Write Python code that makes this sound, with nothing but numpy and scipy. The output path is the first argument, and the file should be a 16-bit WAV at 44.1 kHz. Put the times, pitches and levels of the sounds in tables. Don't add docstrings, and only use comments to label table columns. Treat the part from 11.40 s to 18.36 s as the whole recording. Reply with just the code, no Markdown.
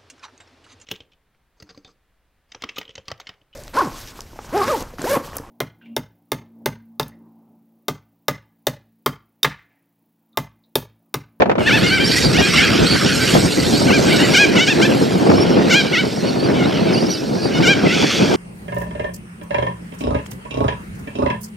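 import sys
import numpy as np
from scipy import signal
from scipy.fft import rfft, irfft, next_fast_len
from scipy.io import wavfile
from scipy.ndimage import uniform_filter1d, map_coordinates

SR = 44100
rng = np.random.default_rng(int(sys.argv[2]) if len(sys.argv) > 2 else 0)


def generate_wav(signal):
    frames = np.transpose(np.atleast_2d(signal))
    scaled = np.clip(frames, -1, 1) * 32767
    pcm = np.round(scaled).astype(np.int16)
    wavfile.write(sys.argv[1], SR, pcm)


N = 306936
TOP_HZ = 15700

# time in seconds, level of the low, middle and treble band in dB.
FAR_CHORUS = [(0.19, -31, -46, -53), (0.3, -26, -30, -38), (0.59, -26, -30.5, -40), (0.78, -22.5, -20, -27),
              (0.88, -27.5, -26.5, -36), (1.19, -17, -21, -31.5), (1.33, -20.5, -26, -36.5),
              (1.9, -23, -24, -28), (2.05, -27.5, -27, -32), (2.58, -30, -26.5, -34.5),
              (2.71, -23, -26.5, -33), (2.9, -27, -27, -33), (3.11, -29.5, -32, -42), (3.3, -29, -28, -40),
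              (3.5, -32, -32.5, -38.5), (4.19, -29, -34, -49.5), (4.3, -31.5, -30, -41.5),
              (4.56, -32, -31, -49), (4.7, -37, -33.5, -43.5), (5.09, -31.5, -37.5, -52),
              (5.41, -28.5, -33.5, -52.5), (5.71, -34.5, -33.5, -47.5), (5.93, -41, -37, -52.5),
              (6.22, -31, -31, -47), (6.41, -31, -36, -51), (6.52, -26.5, -28.5, -44),
              (6.95, -29, -31.5, -44)]


def amp(db):
    return 10 ** (np.asarray(db) / 20)


def unit(x):
    return x / np.sqrt(np.mean(x ** 2) + 1e-20)


def along(points, hz):
    f, v = np.transpose(points)
    return np.interp(np.log(hz + 1), np.log(f + 1), v)


def curves(rows, round_s=0.0046):
    s, *cols = np.transpose(rows)
    t = np.arange(N) / SR
    return [uniform_filter1d(np.interp(t, s, c), int(round_s * SR) + 1) for c in cols]


def wobble(rate, size=N):
    knots = rng.standard_normal(int(size * rate / SR) + 4)
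    return map_coordinates(knots, [np.arange(size) * rate / SR])


def filtered(x, response):
    m = next_fast_len(N + SR // 2)
    return irfft(rfft(x, m) * response(np.fft.rfftfreq(m, 1 / SR)), m)[..., :N]


def coloured(x, spectrum):
    return unit(filtered(x, lambda hz: amp(along(spectrum, hz))))


def syrinx(pitch_hz, weight, count):
    turn = 2 * np.pi * np.cumsum(pitch_hz) / SR
    return sum(weight(k) * np.sin(k * turn) for k in range(1, count + 1))


def note(rows, fade_s, glide_s):
    s, hz, db = np.transpose(rows)
    t = np.arange(round((s[0] - fade_s) * SR), round((s[-1] + fade_s) * SR)) / SR
    ends = np.clip(np.minimum(t - t[0], t[-1] - t) / fade_s, 0, 1) ** 2
    pitch = uniform_filter1d(np.interp(t, s, hz), int(glide_s * SR))
    return round(t[0] * SR), pitch, ends * amp(np.interp(t, s, db))


def yelps():
    # start, dip, crest and end in seconds (a crest may fall outside its call),
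    # first peak, dip, crest and end pitch in Hz, first and second level in dB, hoarseness 0-1,
    # brightness in dB per overtone above the fourth.
    near_calls = [ (0.263, .304, .358, .384, 947, 704, 887, 740, -12.5, -14.5, 0.2, -3),
                  (0.429, 0.457, .479, .498, 717, 700, 730, 665, -20.5, -20.5, 0.11, 0),
                  (.5, 0.513, .548, .588, 752, 747, 781, 683, -17, -17, 0.13, -2.5),
                  (.59, 0.598, .62, .645, 735, 760, 794, 775, -22, -17, .06, -6),
                  (0.937, 0.965, .996, 1.016, 716, 729, 956, 890, -20, -19, 0.03, -8),
                  (1.005, 1.025, 1.05, 1.068, 815, 800, 812, 820, -19, -17.5, .03, -9),
                  (1.125, 1.14, 1.23, 1.212, 800, 850, 880, 730, -18, -18, .6, -2),
                  (1.2, 1.216, 1.243, 1.262, 745, 750, 828, 790, -16, -15.5, .07, -5),
                  (2.182, 2.201, 2.2, 2.25, 669, 660, 686, 675, -28, -32, .05, -13),
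                  (2.471, 2.512, 2.542, 2.577, 778, 648, 805, 733, -19, -18, 0.08, -11),
                  (2.666, 2.708, 2.742, 2.756, 814, 674, 770, 738, -25, -24, 0.4, -1.5),
                  (2.787, 2.812, 2.838, 2.866, 962, 904, 1005, 950, -18, -22.5, 0.22, -2),
                  (2.937, 2.968, 3.006, 3.053, 799, 710, 828, 770, -10.5, -11, 0.09, 0.3),
                  (3.157, 3.191, 3.226, 3.247, 749, 652, 753, 740, -15.5, -15, 0.09, 0.05),
                  (3.27, 3.297, 3.3, 3.328, 825, 802, 900, 835, -12, -16.5, .06, .2),
                  (3.417, 3.444, 3.455, 3.468, 790, 785, 883, 785, -12.5, -16, .04, .3),
                  (4.3, 4.333, 4.37, 4.415, 770, 687, 813, 754, -13, -12, 0.05, 0.2),
                  (4.523, 4.563, 4.602, 4.613, 746, 627, 764, 730, -16.5, -16, 0, -1.5),
                  (5.148, 5.222, 4.7, 5.246, 775, 720, 753, 742, -30, -25, 0.33, -0.5),
                  (6.101, 6.14, 6.3, 6.191, 760, 728, 750, 750, -41, -26.5, 0.3, -1),
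                  (6.226, 6.264, 6.312, 6.338, 796, 689, 805, 747, -16.5, -13, 0.06, 0.14),
                  (6.451, 6.483, 6.6, 6.556, 717, 635, 780, 781, -25, -23, .3, -1.2), ]
    # frequency in Hz, overtone level in dB.
    throat = [(700, -22.5), (1500, -3), (2450, 1), (3350, -5), (4400, -12.5), (5700, -12), (7600, -21.5),
              (9800, -42), (12500, -45), (15000, -49), (16500, -58)]
    # frequency in Hz, relative level in dB per Hz.
    breath = [(900, -36), (1500, -5), (2800, -5), (5000, -6), (8000, -16), (10000, -25), (12000, -19),
              (15500, -30)]
    breath_db = -20.5
    pressed_s, relax_db = 0.019, -0.55

    out = np.zeros(N)
    air = amp(breath_db) * coloured(rng.standard_normal(N), breath)
    for *shape, hoarse, bright_db in near_calls:
        start, pitch, gain = note(yelp_shape(*shape), fade_s=.008, glide_s=0.0036)
        n, hoarse = len(pitch), np.clip(hoarse, 0, 1)
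        since_dip = (start + np.arange(n)) / SR - shape[1]
        relaxed = np.clip((since_dip - pressed_s) / .006, 0, 1)
        effort_db = 20 * np.log10(gain / gain.max() + .03)
        low_pitch_db = -10 * (pitch / pitch.mean() - 1)
        tilt_db = bright_db + low_pitch_db + 0.07 * effort_db + relax_db * relaxed

        def weight(k):
            flicker_db = (2.0 + 2.8 * hoarse) * wobble(42.7, n)
            return amp(along(throat, k * pitch) + tilt_db * max(k - 4, 0) + flicker_db)

        strength = np.sqrt(sum(amp(2 * along(throat, k * pitch)) for k in range(2, 6)) / 2)
        jitter = 1 + (0.0038 + 0.072 * hoarse) * wobble(293.0, n)
        voice = syrinx(pitch * jitter, weight, count=21) / strength
        rattle = amp(2.4 * hoarse * wobble(186, n))
        out[start:start + n] += gain * (voice + air[start:start + n]) * rattle
    return out


def yelp_shape(start, dip, crest, end, first_hz, dip_hz, crest_hz, end_hz, first_db, second_db):
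    rise_s, from_below = 0.0148, .12
    onset_db, dip_db, end_db = -8.5, -3.5, -3.5
    recover_s = 0.0082
    slide_bend, sag_bend = .7, 3.1

    s = np.linspace(start, end, num=40)
    peak = min(start + rise_s, dip)

    def part(a, b):
        return np.clip((s - a) / (b - a + 1e-6), 0, 1)

    def ease(u):
        return np.sin(np.pi / 2 * u) ** 2

    hz = first_hz * (1 - from_below * (1 - ease(part(start, peak))))
    hz = hz + (dip_hz - first_hz) * ease(part(peak, dip))
    hz = hz + (crest_hz - dip_hz) * ease(part(dip, crest) ** slide_bend)
    hz = hz + (end_hz - crest_hz) * part(crest, end) ** sag_bend
    turns = [start, peak, dip, min(dip + recover_s, crest), crest, end]
    levels = [first_db + onset_db, first_db, (first_db + second_db) / 2 + dip_db,
              second_db, second_db, second_db + end_db]
    return np.transpose([s, hz, np.interp(s, turns, levels)])


def screech():
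    # time in seconds, level in dB.
    swell = [(6.46, -41), (6.54, -23), (6.74, -22), (6.88, -29), (6.96, -32)]
    # frequency in Hz, width in Hz, level in dB.
    gape = [(2390, 290, -5), (3400, 140, -0.5), (4500, 370, -9.5), (6100, 1040, -13.5)]
    rattle = rng.standard_normal(N) * amp(2.2 * wobble(350))

    def beak(f):
        return sum((-1) ** k * amp(db) * 1j * f * w / (c * c - f * f + 1j * f * w)
                   for k, (c, w, db) in enumerate(gape))

    heard = np.arange(N) > swell[0][0] * SR
    return amp(curves(swell)[0]) * heard * unit(filtered(rattle, beak))


def whistles():
    # start and end in seconds, pitch from and to in Hz, level in dB.
    glides = [ (0.224, 0.258, 2550, 2940, -31), (0.35, 0.41, 4315, 4400, -33),
              (0.716, 0.73, 1806, 2130, -24), (0.722, 0.75, 2160, 1840, -24),
              (0.768, 0.79, 1890, 2050, -21), (0.463, 0.49, 4500, 4870, -25),
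              (0.482, 0.52, 4320, 4380, -24.5), (0.517, 0.56, 4450, 4830, -25),
              (0.643, 0.661, 4540, 4851, -19), (0.658, 0.684, 5371, 5480, -21),
              (0.814, 0.877, 4484, 4750, -25), (1.463, 1.48, 4000, 4510, -21),
              (1.483, 1.526, 4530, 4570, -18.5), (1.505, 1.553, 4190, 4600, -20),
              (1.768, 1.781, 5340, 5140, -18), (2.02, 2.122, 5200, 5820, -36),
              (2.235, 2.265, 4230, 4320, -26.5), (2.33, 2.405, 4150, 4740, -24.5),
              (2.837, 2.862, 4400, 4800, -24.5), (2.877, 2.927, 4550, 5740, -27),
              (3.945, 3.988, 2760, 3150, -34), (4.004, 4.034, 5270, 5600, -25.5),
              (4.08, 4.083, 5330, 5400, -30), (4.015, 4.045, 4550, 4650, -33),
              (4.115, 4.135, 5400, 5450, -37), (3.955, 3.98, 5250, 5400, -31),
              (4.46, 4.48, 5300, 4700, -32), (4.818, 4.872, 4040, 4524, -36),
              (4.872, 4.898, 4524, 4300, -29), (4.982, 5.017, 4400, 4500, -32),
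              (5.02, 5.074, 4550, 4800, -34), (5.24, 5.26, 3600, 3970, -31),
              (5.55, 5.588, 2600, 2980, -30.5), (5.702, 5.758, 4450, 4910, -33),
              (5.73, 5.773, 2600, 3050, -40), (6.009, 6.072, 4460, 4762, -30.5),
              (6.16, 6.188, 5230, 5130, -36), ]
    # time in seconds, pitch in Hz, level in dB.
    warble = [(5.508, 4770, -43), (5.53, 5280, -30), (5.561, 4270, -30), (5.585, 4880, -27),
              (5.605, 4270, -31), (5.635, 5500, -32), (5.652, 4800, -39), (5.662, 5220, -38),
              (5.69, 5850, -30), (5.735, 5750, -31), (5.755, 4500, -33), (5.785, 3450, -38)]
    out = np.zeros(N)
    for rows in [glide(*row) for row in glides] + [warble]:
        start, pitch, gain = note(rows, fade_s=0.012, glide_s=0.0035)
        n = len(pitch)
        unsteady = pitch * (1 + 0.0038 * wobble(123, n))
        voice = syrinx(unsteady, lambda k: amp(-19 * (k - 1)) * (k * pitch < TOP_HZ), count=3)
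        flicker = amp(2.0 + 3.7 * wobble(59.6, n))
        out[start:start + n] += gain * flicker * voice
    return out


def glide(start, end, from_hz, to_hz, db):
    top = 0.77
    return [(start, from_hz, db - 3),
            (start + top * (end - start), from_hz + top * (to_hz - from_hz), db),
            (end, to_hz, db - 1.5)]


def flock():
    # frequency in Hz, relative level in dB per Hz.
    squawk = [(700, -53), (1100, -4), (1500, 3), (1900, 1), (2400, 2), (3300, 0.5), (3900, -30.5),
              (5000, -62)]
    chatter = [(2800, -54), (3600, 1), (4500, 2), (5000, -1.5), (5600, 1.5), (6200, -7.5), (7000, -65)]
    rasp = [(5500, -38), (6500, 5.5), (8300, 4), (9600, -9.5), (11300, -2.5), (13700, -15), (15500, -35)]
    squawk_db, chatter_db, rasp_db = curves(FAR_CHORUS)
    heard = np.arange(N) > FAR_CHORUS[0][0] * SR
    voices = chirps = 0
    for bird in range(4):
        yelp_hz = 770 * np.exp(.1 * wobble(18) + 0.01526 * wobble(250))
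        yelp = syrinx(yelp_hz, lambda k: amp(3.9 * wobble(18)), count=7)
        voices = voices + yelp * amp(7.0 * np.tanh(0.6 * wobble(24)))
        chirp_hz = 4700 * np.exp(.1 * wobble(22) + 0.0055 * wobble(120))
        chirp = syrinx(chirp_hz, lambda k: 1, count=3)
        chirps = chirps + chirp * amp(12 * np.tanh(1.6 * wobble(38)))

    z = signal.stft(rng.standard_normal(N), nperseg=256)[2]
    patches = uniform_filter1d(uniform_filter1d(rng.standard_normal(z.shape), 3, 0), 14, 1)
    hiss = signal.istft(z * amp(3.77 * unit(patches)), nperseg=256)[1][:N]

    din = hiss + amp(-8) * unit(voices) + amp(-7) * unit(chirps)
    throb = amp(0.26 * wobble(8.3) + 1.23 * wobble(300))
    bands = amp(squawk_db) * coloured(din, squawk)
    bands = bands + amp(chatter_db) * coloured(din, chatter)
    bands = bands + amp(rasp_db) * coloured(din, rasp)
    return heard * throb * bands


def trees(x):
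    t = np.arange(SR // 2) / SR
    tail = rng.standard_normal((2, len(t))) * amp(-60 * t / .5)
    wet = signal.fftconvolve(x[None], tail / np.linalg.norm(tail[0]), axes=1)[:, :N]
    echo = np.pad(x, (int(.075 * SR), 0))[:N]
    return amp(-13) * wet.mean(0) + amp(-20) * wet + amp(-24.5) * echo


def wind():
    # time in seconds, level in dB.
    buffeting = [(0, -32), (0.16, -40), (0.26, -17), (0.75, -20), (1.6, -22), (1.75, -18), (2.12, -23.5),
                 (2.2, -16), (2.63, -11.5), (2.84, -14), (3.0, -19.5), (3.45, -14.5), (3.71, -16.5),
                 (3.9, -12), (4.18, -12), (4.56, -21.5), (4.72, -22), (4.9, -18.5), (5.3, -15),
                 (5.58, -15.5), (5.81, -23.5), (6.24, -14), (6.39, -20), (6.75, -20), (6.96, -12.5)]
    # time in seconds, peak in dB, added to the buffeting amplitude.
    single_thumps = [(0.0, -12), (0.085, -25), (0.115, -21), (0.205, -15), (0.45, -25), (0.654, -32),
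                     (0.874, -17.5), (0.993, -18), (1.18, -20), (1.322, -18.5), (1.432, -14.5),
                     (1.541, -20), (1.646, -25), (1.965, -14), (2.052, -17.5), (3.06, -18.5),
                     (3.183, -18.5), (4.653, -22.5), (4.88, -21), (6.462, -13.5), (6.622, -15.5),
                     (6.825, -17)]
    thump_s = 0.022
    # time in seconds, relative peak in dB.
    gusts = [(0.003, -10), (0.018, -5), (0.056, -17.5), (0.094, -9.5), (0.113, -13.5), (0.152, -18.5),
             (0.18, -14), (0.204, -18)]
    # time in seconds, level in dB relative to the buffeting.
    deep = [(0, -17), (.3, -8), (1, -4), (2, -6.5), (3, -19), (4, -37), (5.5, -17), (6.96, -28)]
    # frequency in Hz, relative level in dB per Hz.
    buffet_colour = [(12, -60), (20, -42.5), (140, -5.5), (192, -2), (308, -2.5), (409, -5), (962, -20),
                     (1100, -26.5), (1430, -25), (2420, -120)]
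    roll_colour = [(15, -31), (30, -21), (60, -3), (110, 2.5), (180, 6), (400, -46)]
    slap_colour = [(150, -40), (500, 4), (1000, -6.5), (2500, -19), (7000, -44.5), (12000, -92)]
    # frequency in Hz, left-right likeness 0-1.
    alike = [(40, 0.69), (130, 0.84), (290, 0.68), (1000, 0.32)]
    # frequency in Hz, phase lead in radians.
    sweep = [(60, .05), (260, 0.83), (600, 1.82), (1000, 2.15)]

    t = np.arange(N) / SR
    thumps = sum(amp(peak_db) * np.exp(-.5 * ((t - s) / thump_s) ** 2) for s, peak_db in single_thumps)
    db = 20 * np.log10(amp(curves(buffeting)[0]) + thumps)

    def ports(hz):
        turn = np.arccos(np.clip(along(alike, hz), -1, 1)) / 2
        lead = np.exp(.5j * along(sweep, hz))
        shared, apart = np.cos(turn), np.sin(turn)
        return np.array([[shared * lead, apart * lead], [shared / lead, -apart / lead]])

    def pair(lumps, spectrum):
        noise = lumps * rng.standard_normal((2, N))
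        return unit(filtered(noise, lambda hz: amp(along(spectrum, hz)) * ports(hz)).sum(1))

    puffs = np.tanh(0.77 * wobble(45))
    thump = pair(amp(3.77 * puffs), buffet_colour) + amp(curves(deep)[0]) * pair(1, roll_colour)
    slap = pair(amp(4.8 * puffs + 13.0 * np.tanh(0.85 * wobble(180))), slap_colour)
    slap_db = -12.0 + 0.61 * (db + 16.5)
    head_on = sum(amp(peak_db - 60 * np.abs(t - s) / 0.066) * np.clip((t - s) / 0.0024, 0, 1) ** 2
                  for s, peak_db in gusts)
    return amp(db) * (thump + amp(slap_db) * slap) + amp(5.0) * head_on * pair(1, slap_colour)


def scene():
    # frequency in Hz, left minus right in dB.
    lean = [(1000, -2), (2400, -1), (4400, -3.5), (8000, -2.5), (14000, -1.5)]
    near, small = yelps() + screech(), whistles()
    right = filtered(small + flock(), lambda hz: amp(along(lean, hz) * [[.5], [-.5]]))
    return near + right + trees(near + small) + wind()


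def record(dry):
    heard = np.arange(N) > FAR_CHORUS[0][0] * SR
    hiss = coloured(rng.standard_normal(N), [(1000, -13), (6000, 2), (15000, -13)])
    dry = dry + amp(-46) * hiss * heard
    soft = dry / (1 + np.abs(dry / 1.02) ** 8) ** (1 / 8)
    return filtered(soft, lambda hz: hz < TOP_HZ)


dry = scene()
out = record(dry)
generate_wav(out)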